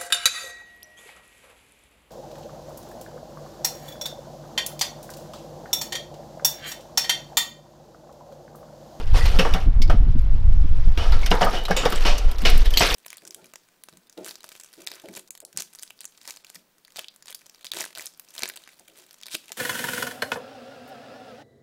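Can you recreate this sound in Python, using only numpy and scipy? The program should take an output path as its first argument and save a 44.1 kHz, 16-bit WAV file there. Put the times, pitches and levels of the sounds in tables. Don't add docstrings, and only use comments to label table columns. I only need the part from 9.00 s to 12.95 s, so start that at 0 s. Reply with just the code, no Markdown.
import sys
import numpy as np
from scipy import signal
from scipy.fft import rfft, irfft
from scipy.io import wavfile

SR = 44100
rng = np.random.default_rng(int(sys.argv[2]) if len(sys.argv) > 2 else 0)


def invert_db(x):
    u = np.asarray(x, float) / 20
    return 10 ** u


def wav_out(sig):
    wavfile.write(sys.argv[1], SR, np.round(np.clip(np.atleast_2d(sig).T, -1, 1) * 32767).astype(np.int16))


N = 174195
SPAN = 16384
HZ = np.maximum(np.arange(SPAN // 2 + 1) * SR / SPAN, 1)
HIT_T = np.arange(SPAN) / SR
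T = np.arange(N) / SR
RISE_S = 0.0005


def rms_one(x):
    return x / np.sqrt(np.mean(x ** 2) + 1e-20)


def power_one(spectrum):
    return spectrum / np.sqrt(np.mean(abs(spectrum) ** 2))


def butter(order, hz, kind):
    return signal.butter(order, hz, kind, fs=SR, output="sos")


def in_time(rows):
    s, *columns = np.transpose(rows)
    return [np.interp(T, s, c) for c in columns]


def at_hz(points, hz):
    point_hz, db = np.transpose(points)
    return np.interp(np.log(hz), np.log(point_hz), db)


def coloured_noise(spectrum):
    hz = np.maximum(np.arange(N // 2 + 1) * SR / N, 1)
    return rms_one(irfft(rfft(rng.standard_normal(N)) * invert_db(at_hz(spectrum, hz)), N))


def drift(rate_hz):
    r = np.exp(-2 * np.pi * rate_hz / SR)
    wander = signal.lfilter([1], [1, -2 * r, r * r], rng.standard_normal(N + SR))
    return rms_one(wander[SR:])


def grains(per_s, spread_db, size):
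    strength = invert_db(spread_db * np.minimum(rng.exponential(1, size), 5))
    sign = rng.choice([-1, 1], size)
    return strength * sign * (rng.random(size) < per_s / SR)


def spectra(modes):
    hz, db, t60 = np.transpose(modes)[:, :, None]
    t = np.arange(SPAN // 2) / SR
    decay = invert_db(db - 60 * t / np.clip(t60, .003, .2))
    return rfft(decay * np.sin(2 * np.pi * hz * t), SPAN)


def response(rows, gains_db):
    return power_one(invert_db(gains_db) @ rows)


def burst(t60):
    hold_s = 0.21 * max(t60 - 0.24, 0)
    body = invert_db(-60 * np.maximum(HIT_T - hold_s, 0) / t60)
    tail = invert_db(-26 - 60 * HIT_T / (9.1 * t60))
    shape = (body + tail) * np.minimum(HIT_T / RISE_S, 1) * (HIT_T < .25)
    contacts = rms_one(grains(9000, 1.5, SPAN))
    return rfft(contacts * shape)


def add(out, s, sound):
    i = int(s * SR)
    out[i:i + SPAN] += sound


# (frequency [Hz], level [dB])
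GARDEN = [(150, -15.5), (250, -34), (427, 3.5), (991, 0), (5340, -19.5), (7500, -48), (15600, -95)]


def garden():
    return invert_db(-51 + 0.3 * drift(1.9)) * coloured_noise(GARDEN)


# (time [s], peak [dB])
SLAPS = [(0.67, -19), (0.804, -26), (0.888, -21.5), (0.94, -16), (1.014, -29), (1.074, -27), (1.154, -26),
         (1.248, -35), (1.345, -31), (1.559, -40), (1.644, -29), (1.785, -35.5), (1.872, -30), (3.242, -40),
         (3.432, -23), (3.529, -33), (3.617, -39)]


def slaps():
    width_s, trim_db = .012, -5
    return sum(invert_db(db + trim_db) * np.exp(-((T - s - width_s / 2) / width_s) ** 2) for s, db in SLAPS)


# (time [s], level [dB])
GUST = [(0,-20.5),(.15,-11),(.36,-10),(.45,-13),(.62,-20),(.68,-6.5),(.95,-5),(1.35,-9),(1.9,-11),(2.0,-15),(2.17,-7),(2.35,-13.5),(2.66,-24.5),(2.95,-14.5),(3.25,-9),(3.39,-17),(3.55,-3.5),(3.88,-19)]
# (frequency [Hz], level [dB])
WIND = [(7.1, -5.5), (12, 13.5), (27, 4.5), (57, -2), (111, -14.5), (300, -49), (390, -68), (660, -120)]


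def wind():
    level_db, = in_time(GUST)
    lump_db = 2.5 * drift(18)
    rumble = coloured_noise(WIND)
    calm_s, calm_hz = 2.01, 51
    calm = np.clip((T - calm_s) * 5, 0, 1)
    deeper = signal.sosfiltfilt(butter(2, calm_hz, "low"), rumble)
    rumble = rumble + calm * (deeper - rumble)
    puffs = rms_one(signal.sosfilt(butter(3, [60, 260], "band"), rng.standard_normal(N)))
    puff_db = level_db - 36.5 + 0.57 * (level_db + 3.5 + lump_db) + 4.2 * drift(10.0)
    return invert_db(level_db) * rms_one(rumble * invert_db(lump_db)) + (invert_db(puff_db) + slaps()) * puffs


# (time [s], level [dB], share on the bowl [dB])
FLOW = [(0,-44.5,7.5),(.11,-47.5,-0.5),(.17,-31,-24.5),(.36,-37.5,4.5),(.62,-43.5,1),(.7,-59.5,-9),(1.9,-51,-0.5),(1.99,-44,-26),(2.2,-39,-1),(2.55,-34,0),(2.66,-58,-5),(2.95,-33.5,-11),(3.2,-47.5,6),(3.3,-44.5,5),(3.55,-34,-10.5),(3.72,-40,-0.5),(3.84,-19,-21),(3.95,-25.5,-2.5)]
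# (frequency [Hz], level [dB])
CRUMB = [(530, -57), (900, -1.5), (1800, 1.5), (2250, 1), (3000, 2.5), (4280, -2), (5700, -3),
         (6900, -14.5), (15500, -19)]
# (frequency [Hz], level [dB], t60 [s])
BOWL = [(390, -34, 0.082), (470, -7, 0.06), (514.6, 10, 0.028), (593, -4.5, 0.16), (705, 1.5, 0.029),
        (767.4, 10.5, 0.021), (940, 9.5, 0.017), (1157, 5, 0.018), (1326, -2, 0.062), (1410, -17, 0.22),
        (2200, -5.5, 0.061)]
# (frequency [Hz], level [dB], t60 [s])
GRATE = [(2550,-4,.025),(2950,0,.04),(3200,-3,.02),(3620,-4,.02),(4460,-6,.015),(5010,-6,.012),(5480,-4,.015)]


def trickle():
    level_db, bowl_db = in_time(FLOW)
    clicks = grains(3000 * invert_db(4.5 * drift(21)), 2, N)
    pitches = np.geomspace(1000, 14000, 24)
    dealt = rng.integers(0, 24, N)
    ring_cycles = 26.5
    crumbs = np.zeros(N)
    for k, hz in enumerate(pitches):
        r = invert_db(-60 * hz / (ring_cycles * SR))
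        w = 2 * np.pi * hz / SR
        own_clicks = clicks * (dealt == k) + 1e-18
        ring = signal.lfilter([0, 1], [1, -2 * r * np.cos(w), r * r], own_clicks)
        crumbs += rms_one(ring) * invert_db(at_hz(CRUMB, hz)) * np.sqrt(hz)
    bowl, grate = [
        rms_one(signal.fftconvolve(clicks, irfft(response(spectra(modes), np.zeros(len(modes)))))[:N])
        for modes in (BOWL, GRATE)]
    return invert_db(level_db - 2) * (rms_one(crumbs) + invert_db(-28.0) * grate + invert_db(bowl_db) * bowl)


# (time [s], peak [dB], duller part [dB])
SPITS = [(0.2575, -29, -4), (0.391, -36, -4), (0.5382, -28.5, -8), (0.822, -25, 7), (0.902, -37, -4),
         (1.19, -43.5, 8.5), (1.2143, -43, 0), (1.9764, -45, -4), (2.12, -36, -4), (2.262, -23.5, -11),
         (2.3072, -24.5, 4), (2.3501, -33, -4), (2.411, -31, -4), (2.4462, -22.5, -10), (2.6359, -37.5, -6),
         (2.652, -28, -10), (2.6838, -34, -4), (2.7077, -29.5, -16), (2.7657, -23, -4), (2.834, -40, -4),
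         (2.8519, -31, -4), (2.9007, -23.5, -1), (2.9227, -23.5, 2), (2.952, -33, 1), (3.0594, -31, -6),
         (3.1807, -23, -4), (3.3135, -28, 4), (3.3837, -31, 8.5), (3.4185, -31.5, -7), (3.4605, -28.5, -7),
         (3.4988, -17, 2), (3.5763, -23, -4), (3.6247, -39, -4), (3.6556, -28, 1), (3.7057, -24.5, 6),
         (3.7357, -26.5, -4), (3.7733, -33, -4), (3.7953, -22, -4), (3.813, -21, -7), (3.8655, -24, -6),
         (3.9409, -15, -15)]


def spits():
    out = np.zeros(N + SPAN)
    hold_s, level_db, t60_s, split_hz = 0.0022, -6.5, 0.04, 6300
    shape = invert_db(level_db - 60 * np.maximum(HIT_T - hold_s, 0) / t60_s)
    top = butter(3, split_hz, "high")
    body = butter(2, [2600, split_hz], "band")
    for s, db, dull_db in SPITS:
        grit = rms_one(grains(12000, 3.3, SPAN)) * shape
        hiss = signal.sosfilt(top, grit)
        dull = signal.sosfilt(body, grit)
        add(out, s, invert_db(db) * (hiss + invert_db(dull_db) * dull))
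    return out[:N]


# (time [s],
# peak [dB], pitch [Hz], t60 [s])
KNOCKS = [(.21,-28.5,1940,0.19),(.392,-23,1880,0.044),(.454,-19,747,0.039),(.821,-34,2200,0.11),(1.977,-25.5,314,0.045),(1.994,-32.5,2970,0.26),(2.055,-32,1250,.06),(.904,-22.5,1200,0.033),(2.232,-29,2180,0.093),(2.315,-14.5,2820,0.038),
          (2.315,-13,686,0.039),(2.418,-33,860,0.033),(2.43,-17,2940,.03),(2.47,-19,1230,.13),(2.565,-30,2950,0.28),(2.683,-24,1190,0.024),(2.701,-20.5,580,0.035),
          (2.714,-18,1610,0.071),(2.835,-25,510,0.03),(2.859,-11.5,473,0.041),(3.46,-27,3030,.04),(3.773,-25,7750,0.036),
          (3.795,-20,7900,0.037),(3.808,-16,3050,0.044),(3.053,-19.5,312,0.045),(3.741,-25,3110,0.085),(3.944,-15,5300,0.02)]


def knocks():
    out = np.zeros(N + SPAN)
    for s, db, hz, t60 in KNOCKS:
        partner_hz = 1.04 * hz
        pair = np.sin(2 * np.pi * hz * HIT_T) + 0.52 * np.sin(2 * np.pi * partner_hz * HIT_T)
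        decay = invert_db(db + 0.5 - 60 * HIT_T / max(t60, .01))
        add(out, s, decay * np.minimum(HIT_T / RISE_S, 1) * pair)
    return out[:N]


def dust():
    edge = signal.sosfreqz(butter(2, 900, "high"), HZ, fs=SR)[1]
    return power_one(invert_db(at_hz(CRUMB, HZ)) * edge)


# (time [s], peak [dB], pitch [Hz], t60 [s])
CRACKS = [(0.15,-35,4920,0.51),(.256,-20,3270,0.11),(.388,-13,2560,0.13),(.537,-14,3540,0.054),(0.818,-21,5430,0.08),(.877,-34.5,4850,0.051),(1.975,-19.5,2900,0.064),
          (2.121,-26,4450,0.15),(2.26,-21,5860,0.046),(2.652,-17,3970,0.053),(2.765,-13,3720,0.24),(2.853,-13,3430,0.072),(2.957,-25,7500,0.044),(3.056,-24,5100,0.36),
          (3.181,-21.5,6000,0.054),(3.451,-17.5,4980,0.31),(3.657,-18.5,3330,0.065),(3.737,-17.5,3200,0.042),(3.772,-4.5,4830,0.074)]
# (time [s], peak [dB], pitch [Hz], t60 [s])
SPLINTERS = [(2.304,-26,5280,0.078),(2.314,-14.5,5050,0.037),(2.417,-19,5100,0.053),(3.794,-15.5,5700,0.091),(3.941,-14.5,5230,0.035)]


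def cracks():
    out = np.zeros(N + SPAN)
    crumble = dust() * (HZ / (HZ - 2200j)) ** 2
    air = invert_db(-37) * (HZ / (HZ - 6000j)) ** 2
    width_oct, ring_cycles = 0.21, 23.3
    mode_db = np.array([0.87, -1.1, 0.5, -0.83])
    for s, db, hz, t60 in CRACKS + SPLINTERS:
        scatter_oct = width_oct * rng.standard_normal(4) * [0.18, 1.93, 0.56, 2.42]
        pitches = np.clip(hz * 2 ** scatter_oct, 1500, 14000)
        own = response(spectra([(p, 0, ring_cycles / p) for p in pitches]), mode_db)
        body = own + invert_db(-1.5) * crumble + air
        add(out, s, invert_db(db - 4.5) * irfft(burst(max(t60, .01)) * body))
    return out[:N]


# (time [s], peak [dB])
BOOMS = [(0.388,-12.5),(0.544,-19),(2.31,-15.5),(2.419,-16.5),(2.473,-32),(2.705,-15.5),(3.05,-24.5),(3.806,-19)]


def booms():
    out = np.zeros(N + SPAN)
    boom_hz, t60_s, swell_s = 180.3, 0.12, 0.00099
    tone = (1 - np.exp(-HIT_T / swell_s)) * np.sin(2 * np.pi * boom_hz * HIT_T)
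    for s, db in BOOMS:
        add(out, s, invert_db(db - 60 * HIT_T / t60_s) * tone)
    return out[:N]


# (time [s], peak [dB], brightness [dB], tumble t60 [s], favoured pitch [Hz])
THUDS = [(0.141, -21.5, -9.5, 0.37, 524), (0.211, -45, 3, 0.14, 1940), (0.252, -21, 0.5, 0.24, 436),
         (0.392, -6.5, -4.5, 0.18, 456), (0.449, -13, -10.5, 0.25, 454), (0.545, -13.5, -9.5, 0.2, 490),
         (0.897, -11, -8, 0.14, 1270), (1.261, -47, -7, 0.15, 404), (1.974, -24, -0.5, 0.53, 865),
         (2.122, -19, -36, 0.2, 473), (2.262, -27.5, 11.5, 0.095, 530), (2.313, -8, -10.5, 0.26, 466),
         (2.41, -7.5, -9.5, 0.3, 675), (2.527, -21, -2, 0.39, 435), (2.682, -23, -3.5, 0.45, 1100),
         (2.708, -9.5, -6, 0.1, 1500), (2.762, -22, -2.5, 0.5, 455), (2.833, -20, -18.5, 0.36, 452),
         (2.857, -6.5, -10.5, 0.1, 423), (2.923, -12.5, -5, 0.15, 530), (3.05, -15, 3, 0.35, 715),
         (3.451, -12.5, 3.5, 0.27, 630), (3.806, -8, 1.5, 0.26, 760)]


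def thuds():
    out = np.zeros(N + SPAN)
    clatter = invert_db(-5) * 4 * signal.sosfreqz(butter(3, [370, 1900], "band"), HZ, fs=SR)[1]
    bowl, grate = spectra(BOWL), spectra(GRATE)
    bowl_hz = np.array(BOWL)[:, 0]
    crumble = dust() / (1 + 1j * HZ / 7000) ** 3
    favour_db, favour_oct, scatter_db = 3.5, 0.66, 5.5
    for s, db, bright_db, t60, hz in THUDS:
        favour = favour_db * np.exp(-(np.log2(bowl_hz / hz) / favour_oct) ** 2)
        low = response(bowl, favour + rng.normal(0, scatter_db, len(BOWL))) + clatter
        rattle = response(grate, rng.normal(0, scatter_db, len(GRATE)))
        high = invert_db(-8.5) * rattle + crumble
        add(out, s, invert_db(db - 9) * irfft(burst(max(t60, .02)) * (low + invert_db(bright_db) * high)))
    return out[:N]


# (delay [s], level [dB])
ECHOES = [(.011, -20)]


def scene():
    coals = thuds() + booms() + cracks() + trickle() + spits() + knocks()
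    wet = coals.copy()
    for s, db in ECHOES:
        lag = int(s * SR)
        wet[lag:] += invert_db(db) * signal.lfilter([.4], [1, -.6], coals[:-lag])
    return (wet + garden() + wind())[None]


def low_pass(x):
    return signal.sosfilt(signal.butter(12, 15670, fs=SR, output="sos"), x)


def record(dry):
    limit = .68
    slow = signal.sosfiltfilt(butter(2, 150, "low"), dry)
    rounded = slow / (1 + abs(slow / limit) ** 4) ** .25
    treble_cut = signal.cheby2(10, 40, 15900, fs=SR, output="sos")
    mix = signal.sosfilt(treble_cut, rounded + dry - slow)
    return low_pass(mix)


dry = scene()
out = record(dry)
wav_out(out)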